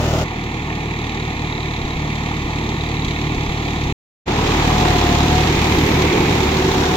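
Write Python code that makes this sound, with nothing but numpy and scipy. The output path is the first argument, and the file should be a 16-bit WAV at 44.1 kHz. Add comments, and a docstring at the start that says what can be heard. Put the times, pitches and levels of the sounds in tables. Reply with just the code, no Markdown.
"""A diesel tractor drags a rotavator through a flooded paddy, heard from three places in turn.
It starts side-on: each firing sends a pulse out of the exhaust and shakes up rumble, clatter and knock.
Soon it is far across the water, slowly growing louder, with runs of injector ticking.
After a moment of silence it passes close by: first the gears whine, then the gearbox rasps, the rotavator
drones, a thin whistle goes past, and near the end a rough, slapping wash swells at 1.5 and 5.7 kHz."""
import sys
import numpy as np
from scipy import signal
from scipy.fft import rfft, irfft
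from scipy.io import wavfile

SR = 44100
rng = np.random.default_rng(int(sys.argv[2]) if len(sys.argv) > 2 else 0)


def digitize_waveform(pressure):
    """Quantize a signal to 16-bit integers and store it at the path in sys.argv[1].

    Rows of a 2-D input are taken as channels; values are limited to [-1, 1].
    """
    field = np.atleast_2d(pressure).T
    bounded = np.clip(field, -1, 1)
    quanta = np.round(bounded * 32767).astype(np.int16)
    wavfile.write(sys.argv[1], SR, quanta)


N = 306936
TIME, HZ = np.arange(N) / SR, np.fft.rfftfreq(N, 1 / SR)  # time of each sample, frequency of each bin

# when the far place begins, the silence begins and the close pass begins [s]
FAR_AT, SILENT_AT, NEAR_AT = 0.24, 3.9256, 4.256

# engine speed, held by the governor but sagging once under load: (time [s], rate [firings per second])
SPEED = [(0, 38.75), (0.65, 38.1), (1.35, 38.0), (2.15, 37.6), (2.6, 38.0), (3.3, 37.85), (4.7, 37.95),
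         (5.13, 36.2), (5.43, 38.2), (6.96, 37.85)]
# the beat skips ahead (+) or back (-) by part of a firing: (time [s], skip [cycles])
SKIPS = [(0.249, .33), (1.355, -0.3727), (1.845, -0.4034), (1.96, -.35), (2.445, -.28), (2.77, 0.465),
         (3.075, -0.3326), (3.375, -0.334), (3.489, -0.279), (3.864, -0.2506), (4.25, 0.4495),
         (4.798, 0.449), (5.285, 0.3955), (5.449, 0.496), (5.572, -0.486), (5.77, -0.407), (6.321, 0.371),
         (6.445, -0.189), (6.658, .45), (6.76, -.45)]
# make-up of the exhaust pulse at each place: (multiple of the firing rate [-], relative level [dB])
SIDE_ORDERS = [(2, 4), (3, 3), (4, 1.5), (5, -21), (6, -16), (7, -31.5), (8, -7.5), (9, -20), (10, -6)]
FAR_ORDERS = [(2, -0.5), (3, -0.5), (4, -1), (5, -47.5), (6, -9.5), (7, -14), (8, -6.5), (9, -11.5),
              (10, -24)]
NEAR_ORDERS = [(2, -1.5), (3, -4.5), (4, -4), (5, -13.5), (6, -31), (7, -18.5), (8, -15.5), (9, -28),
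               (10, -16)]
# colour of the engine noise at each place: (frequency [Hz], relative level [dB per Hz])
SIDE_COLOUR = [(60.0, -6.5), (150.0, -2), (330.0, -4), (520.0, -6.5), (850.0, -18), (1500.0, -19.5),
               (2300.0, -26), (3000.0, -17.5), (3900.0, -25.5), (4900.0, -28.5), (7000.0, -28.5),
               (8800.0, -46), (12000.0, -40), (15700.0, -42)]
FAR_COLOUR = [(60.0, -4.5), (150.0, 0), (330.0, -3), (520.0, -2.5), (850.0, -8), (1500.0, -16.5),
              (2300.0, -9.5), (3000.0, -16), (3900.0, -23), (4900.0, -32.5), (7000.0, -32), (8800.0, -49),
              (12000.0, -41.5), (15700.0, -46.5)]
NEAR_COLOUR = [(60.0, -3.5), (150.0, -2), (330.0, 1), (520.0, -1.6), (850.0, -5.5), (1500.0, -15.5),
               (2300.0, -13.5), (3000.0, -12.5), (3900.0, -18), (4900.0, -26), (7000.0, -27.5),
               (8800.0, -42.5), (12000.0, -34), (15700.0, -37)]
# notches in each microphone port's own colour; a plus level is a slight lift:
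# (frequency [Hz], width [Hz], level [dB])
SIDE_NOTCHES = ([(500, 150, 1), (1065, 120, -34), (1630, 230, -28)], [(660, 300, 1), (1600, 400, -7),
                (8500, 2300, -2)])  # two lists: left port, right port
FAR_NOTCHES_LEFT = [(516, 388, -17.8), (1288, 478, -9.6), (2218, 800, -22), (3006, 599, -9.8),
                    (5180, 450, -10)]
FAR_NOTCHES_RIGHT = [(637, 400, -22.2), (1690, 250, -9), (5200, 300, -5), (8219, 3858, -20.8)]
NEAR_NOTCHES_LEFT = [(513, 270, -13.5), (2240, 120, -4), (3160, 4100, -4.4)]
NEAR_NOTCHES_RIGHT = [(709, 380, -14.5), (1400, 490, -3), (8750, 1500, -8)]
# how alike the noise is at left and right: (frequency [Hz], likeness [0 to 1])
SIDE_SAME = [(300, 0.98), (900, 0.95), (1600, 0.26), (3500, 0.086)]
FAR_SAME = [(1650, 1.0), (2500, .8), (3500, .45), (6000, .4), (12000, .05)]
NEAR_SAME = [(300, 1), (900, 0.92), (1600, 0.12), (3500, 0.033)]
# layers: exhaust, lowest throb, rumble, growl, rattle, knock, fizz. 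Far off, each grows as the tractor nears;
# close by, each builds up, then swells as its part of the machine comes abreast:
# (side-on level [dB], far level [dB], far growth [dB per s], close level [dB], change on arrival [dB],
#  time abreast [s], swell width [s], swell [dB])
LAYERS = [(-20, -26.5, 1.26, -21, -4, 5.25, 0.62, 3.5), (-32, -35.5, 0.9, -33.5, -10, 4.6, .85, 9),
          (-25, -28.5, .4, -20, -3, 6.08, 0.37, 3), (-25.5, -34, 0.62, -25.5, -3.5, 4.75, 0.53, 2.5),
          (-34.5, -36, 0.38, -31, -2.5, 4.9, .9, 2.5), (-35, -39.5, 1.21, -30.5, -5, 5.0, 1, 1.5),
          (-47, -62.5, 1.54, -45.5, -12, 5.82, .22, 1)]
# runs of injector ticking: (middle [s], half length [s], level [dB])
TICK_RUNS = [(1.08, 0.24, -43), (1.65, 0.3, -40.5), (2.95, 0.35, -39.5)]
# spells of gear whine, before the left and right gains: (middle [s], half length [s], level [dB])
WHINE_SPELLS = [(4.95, 0.34, -24.5), (5.407, 0.092, -25), (6.85, 0.23, -29.5)]
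# the gearbox rasps as it goes past, before the right gain: (middle [s], half length [s], level [dB])
RASP_PASS = [(5.98, 0.63, -32)]
# pitch of the rotavator's drone, dragged down by the mud: (time [s], pitch [Hz])
DRONE_PITCH = [(5.6, 379.4), (6.1, 366), (6.55, 379.6), (6.96, 370.7)]
# spells of the drone, before the left and right gains: (middle [s], half length [s], level [dB])
DRONE_SPELLS = [(5.68, 0.19, -28), (6.11, 0.21, -23), (6.66, 0.32, -21)]
# a thin high whistle, probably the turbocharger, as the engine's side goes past:
# (middle [s], half length [s], level [dB])
WHISTLE_PASS = [(5.82, .2, -50)]
# a rough, slapping wash swells near the end: (middle [s], half length [s], level [dB])
WASH_SWELL = [(6.87, 0.31, -35)]
# the two bands of the wash: (frequency [Hz], width [Hz], relative level [dB])
WASH_BANDS = [(1520, 490, 0), (5700, 1300, -10)]


def amp(db):
    """Turns decibels into a gain."""
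    return 10 ** (np.asarray(db) / 20)


def evened(x):
    """Scales a sound to rms 1; a stereo pair is scaled by the average of its two sides."""
    middle = np.atleast_2d(x).mean(0)
    return x / np.sqrt(np.mean(middle ** 2) + 1e-20)


def curves(rows):
    """Reads a table against time, giving each column a value at every sample."""
    times, *columns = np.transpose(rows)
    return [np.interp(TIME, times, column) for column in columns]


def read(points):
    """Reads a table against frequency, giving a value at every bin."""
    hz, value = np.transpose(points)
    return np.interp(np.log(HZ + 1), np.log(hz + 1), value)


def below(hz, order=8):
    """Gain that keeps what lies below a frequency."""
    return 1 / np.sqrt(1 + (HZ / hz) ** (2 * order))


def above(hz, order=8):
    """Gain that keeps what lies above a frequency."""
    return np.sqrt(1 - below(hz, order=order) ** 2)


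def resonance(hz, width_hz):
    """Response of a part that rings around one frequency, falling off steeply."""
    return 1 / (1 + 2j * (HZ - hz) / width_hz) ** 2


def wander(hz):
    """A random drift of rms 1, with little change faster than hz."""
    noise = rfft(rng.standard_normal(N))
    return evened(irfft(noise * below(hz, order=3), N))


def hiss(envelope):
    """Spectra of two unrelated noises that rise and fall together."""
    return rfft(rng.standard_normal((2, N)) * evened(envelope))


def spells(rows):
    """Gain that rises, holds and falls around the middle of each spell."""
    return sum(amp(db) * np.exp(-((TIME - middle) / half_s) ** 4) for middle, half_s, db in rows)


def notches(rows):
    """Notches in the colour of one port, each with its swing of phase."""
    response = 1
    for hz, width_hz, db in rows:
        offset = 2j * (HZ - hz) / width_hz
        response = response * (amp(db) + offset) / (1 + offset)
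    return response


def ports(left, right, lag_s, left_db=.5):
    """Response of two microphone ports; sound reaches the right one later."""
    delay = np.exp(-2j * np.pi * HZ * lag_s)
    return np.array([amp(left_db) * notches(left), notches(right) * delay])


def layer_levels():
    """Levels in dB of every layer: steady side-on, growing far off, swelling in the close pass."""
    columns = np.transpose(LAYERS)[:, :, None]
    side_db, far_db, growth, close_db, arrival_db, abreast_s, width_s, swell_db = columns
    arriving = np.exp(-np.maximum(TIME - NEAR_AT, 0) / 0.14)  # dies away over 0.14 s
    passing = np.exp(-((TIME - abreast_s) / width_s) ** 2)
    far_now = far_db + growth * (TIME - FAR_AT)
    near_now = close_db + arrival_db * arriving + swell_db * passing
    return side_db, far_now, near_now


def firing_count(jitter=.004, skip_s=0.0062):
    """Counts firings by adding up the engine speed, with slight unevenness and the skips."""
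    rate, = curves(SPEED)
    skipped = sum(cycles * (.5 + .5 * np.tanh((TIME - s) / skip_s)) for s, cycles in SKIPS)
    uneven_rate = rate * (1 + jitter * wander(17))
    return .82 + np.cumsum(uneven_rate) / SR + skipped  # .82: where in its cycle the engine starts


def exhaust(turns, orders, exhaust_db, throb_db, rough, spread):
    """One pulse a firing, built of sine waves; the pipe smears the upper ones and no two pulses are alike."""
    pulses = 0
    for k, db in orders:
        flutter = 1 + rough * (wander(9.3) + 1j * wander(18))
        smear = spread * (k - 3) ** 2
        wave = np.exp(2j * np.pi * k * turns - 1j * smear)
        pulses = pulses - amp(db) * (flutter * wave).real
    throb = evened(np.cos(2 * np.pi * turns))
    return amp(exhaust_db) * evened(pulses) - amp(throb_db) * throb


def bursts(turns, delay, decay, uneven_db, steady):
    """Envelope of one dying burst a firing, of varied strength, over a steady part; times in cycles."""
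    which, phase = np.divmod(turns - delay + 2, 1)  # + 2 keeps the burst number positive
    strengths = amp(uneven_db * rng.standard_normal(N // 100))
    strength = strengths[which.astype(int)]
    return steady + evened(strength * np.exp(-phase / decay))


def spatter(per_s=70, size_db=3.5, decay_s=0.0017):
    """Envelope of mud clots and drops slapping the water: random hits that die away fast."""
    hits = rng.random(N) < per_s / SR
    drops = hits * amp(size_db * np.minimum(rng.exponential(1, N), 4))
    return signal.lfilter([1], [1, -np.exp(-1 / (decay_s * SR))], drops)


def tractor(turns, levels, orders, colour, pair, same, rough, spread, gas_steady, knock_steady, mud_db, bass_hz):
    """Exhaust pulses plus noise bursts from gas, block and panels, as heard from one place."""
    exhaust_db, throb_db, rumble_db, growl_db, rattle_db, knock_db, fizz_db = levels
    likeness = np.clip(read(same), 0, 1)
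    response = amp(read(colour)) * pair

    def heard(noise, db):
        """Colours a noise pair, makes its sides partly alike and sets its level."""
        right = likeness * noise[0] + np.sqrt(1 - likeness ** 2) * noise[1]
        return amp(db) * evened(irfft(np.array([noise[0], right]) * response, N))

    pipe = irfft(rfft(exhaust(turns, orders, exhaust_db, throb_db, rough, spread)) * pair, N)

    # gas rushes out behind each pulse
    gas = hiss(bursts(turns, delay=-.08, decay=0.94, uneven_db=1.7, steady=gas_steady))
    rumble = gas * below(541) * above(bass_hz, order=2)

    # the block and the panels answer higher up
    block = hiss(bursts(turns, delay=.05, decay=0.57, uneven_db=2.5, steady=3.8))
    growl = block * above(593) * below(1590)
    panels = hiss(bursts(turns, delay=0.05, decay=0.23, uneven_db=3, steady=3.6))
    rattle = panels * above(1635) * below(2660)

    # diesel knock: one sharp crack a firing, mixed with the slap of mud
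    cracks = hiss(bursts(turns, delay=.02, decay=0.22, uneven_db=4.0, steady=knock_steady))
    cracks = cracks + amp(mud_db) * hiss(spatter())
    knock = cracks * above(3280) * below(8100)

    # finest spray, smoother than the knock
    fizz = (cracks + 1.2 * hiss(np.ones(N))) * above(9200)

    low = pipe + heard(rumble, rumble_db)
    middle = heard(growl, growl_db) + heard(rattle, rattle_db)
    return low + middle + heard(knock, knock_db) + heard(fizz, fizz_db)


def injectors(turns, hz=3870, width_hz=260, decay=0.077):
    """A sharp tick a firing rings the steel of the injection gear."""
    ticks = hiss(bursts(turns, delay=-0.011, decay=decay, uneven_db=1.0, steady=.1))
    shared = ticks + 0.18 * ticks[::-1]  # each side also hears a little of the other
    return spells(TICK_RUNS) * evened(irfft(shared * resonance(hz, width_hz), N))


def gear_tone(hz, rows, rough, waver_hz):
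    """A tone from meshing teeth that wavers with the load on them."""
    waver = 1 + rough * (wander(waver_hz) + 1j * wander(waver_hz))
    wave = np.exp(2j * np.pi * np.cumsum(hz) / SR)
    return spells(rows) * evened((waver * wave).real)


def gear_whine(order=19.45, left_db=2.5, right_db=-7):
    """Gears whine at a fixed multiple of the firing rate, mostly at the left."""
    rate, = curves(SPEED)
    return gear_tone(order * rate, WHINE_SPELLS, rough=0.42, waver_hz=22) * amp([[left_db], [right_db]])


def gearbox(hz=2250, width_hz=650, right_db=3):
    """Sliding teeth excite one broad resonance of the gear case."""
    rasp = irfft(hiss(1 + 0.21 * wander(60)) * resonance(hz, width_hz), N)
    return spells(RASP_PASS) * evened(rasp) * amp([[0], [right_db]])


def rotavator_drone(left_db=-3.5, right_db=-.8):
    """The rotavator's gears drone at a pitch dragged down by the mud."""
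    pitch, = curves(DRONE_PITCH)
    return gear_tone(pitch, DRONE_SPELLS, rough=0.3, waver_hz=10) * amp([[left_db], [right_db]])


def whistle(hz=12000, width_hz=1100, left_db=-7):
    """Rushing air in one high resonance, mostly at the right port."""
    air = irfft(hiss(np.ones(N)) * resonance(hz, width_hz), N)
    return spells(WHISTLE_PASS) * evened(air * amp([[left_db], [0]]))


def slapping_wash():
    """Random slaps over a steady hiss, ringing in two bands."""
    colour = sum(amp(db) * resonance(hz, width_hz) for hz, width_hz, db in WASH_BANDS)
    slaps = hiss(1.5 + evened(spatter()))
    return spells(WASH_SWELL) * evened(irfft(slaps * colour, N))


def scene():
    """Plays the three listening places one after the other, with silence before the last."""
    turns = firing_count()
    side_levels, far_levels, near_levels = layer_levels()

    side_ports = ports(*SIDE_NOTCHES, lag_s=0.00013)
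    side = tractor(turns, side_levels, SIDE_ORDERS, SIDE_COLOUR, side_ports, SIDE_SAME, rough=0.084,
                   spread=.15, gas_steady=1.2, knock_steady=6.1, mud_db=-11.5, bass_hz=130)

    far_ports = ports(FAR_NOTCHES_LEFT, FAR_NOTCHES_RIGHT, lag_s=.000242)
    far = tractor(turns, far_levels, FAR_ORDERS, FAR_COLOUR, far_ports, FAR_SAME, rough=0.13,
                  spread=0.252, gas_steady=1.6, knock_steady=2.8, mud_db=-26.5, bass_hz=125)
    far = far + injectors(turns)

    near_ports = ports(NEAR_NOTCHES_LEFT, NEAR_NOTCHES_RIGHT, lag_s=0.00021)
    near = tractor(turns, near_levels, NEAR_ORDERS, NEAR_COLOUR, near_ports, NEAR_SAME, rough=0.15,
                   spread=0.196, gas_steady=2.5, knock_steady=3.9, mud_db=-11.5, bass_hz=70)
    near = near + gear_whine() + gearbox() + rotavator_drone() + whistle() + slapping_wash()

    to_far = np.clip((TIME - FAR_AT) / 0.014 + .5, 0, 1)
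    fade_out = np.clip((SILENT_AT - TIME) / .001 + .5, 0, 1)
    fade_in = np.clip((TIME - NEAR_AT) / .026, 0, 1) ** 1.5
    return side * (1 - to_far) + far * to_far * fade_out + near * fade_in


def record(dry, edge_hz=15820):
    """The recorder cuts off everything above its band limit."""
    low_pass = signal.firwin(1023, edge_hz, window=("kaiser", 9), fs=SR)
    return signal.oaconvolve(dry, low_pass[None], "same")


dry = scene()
out = record(dry)
digitize_waveform(out)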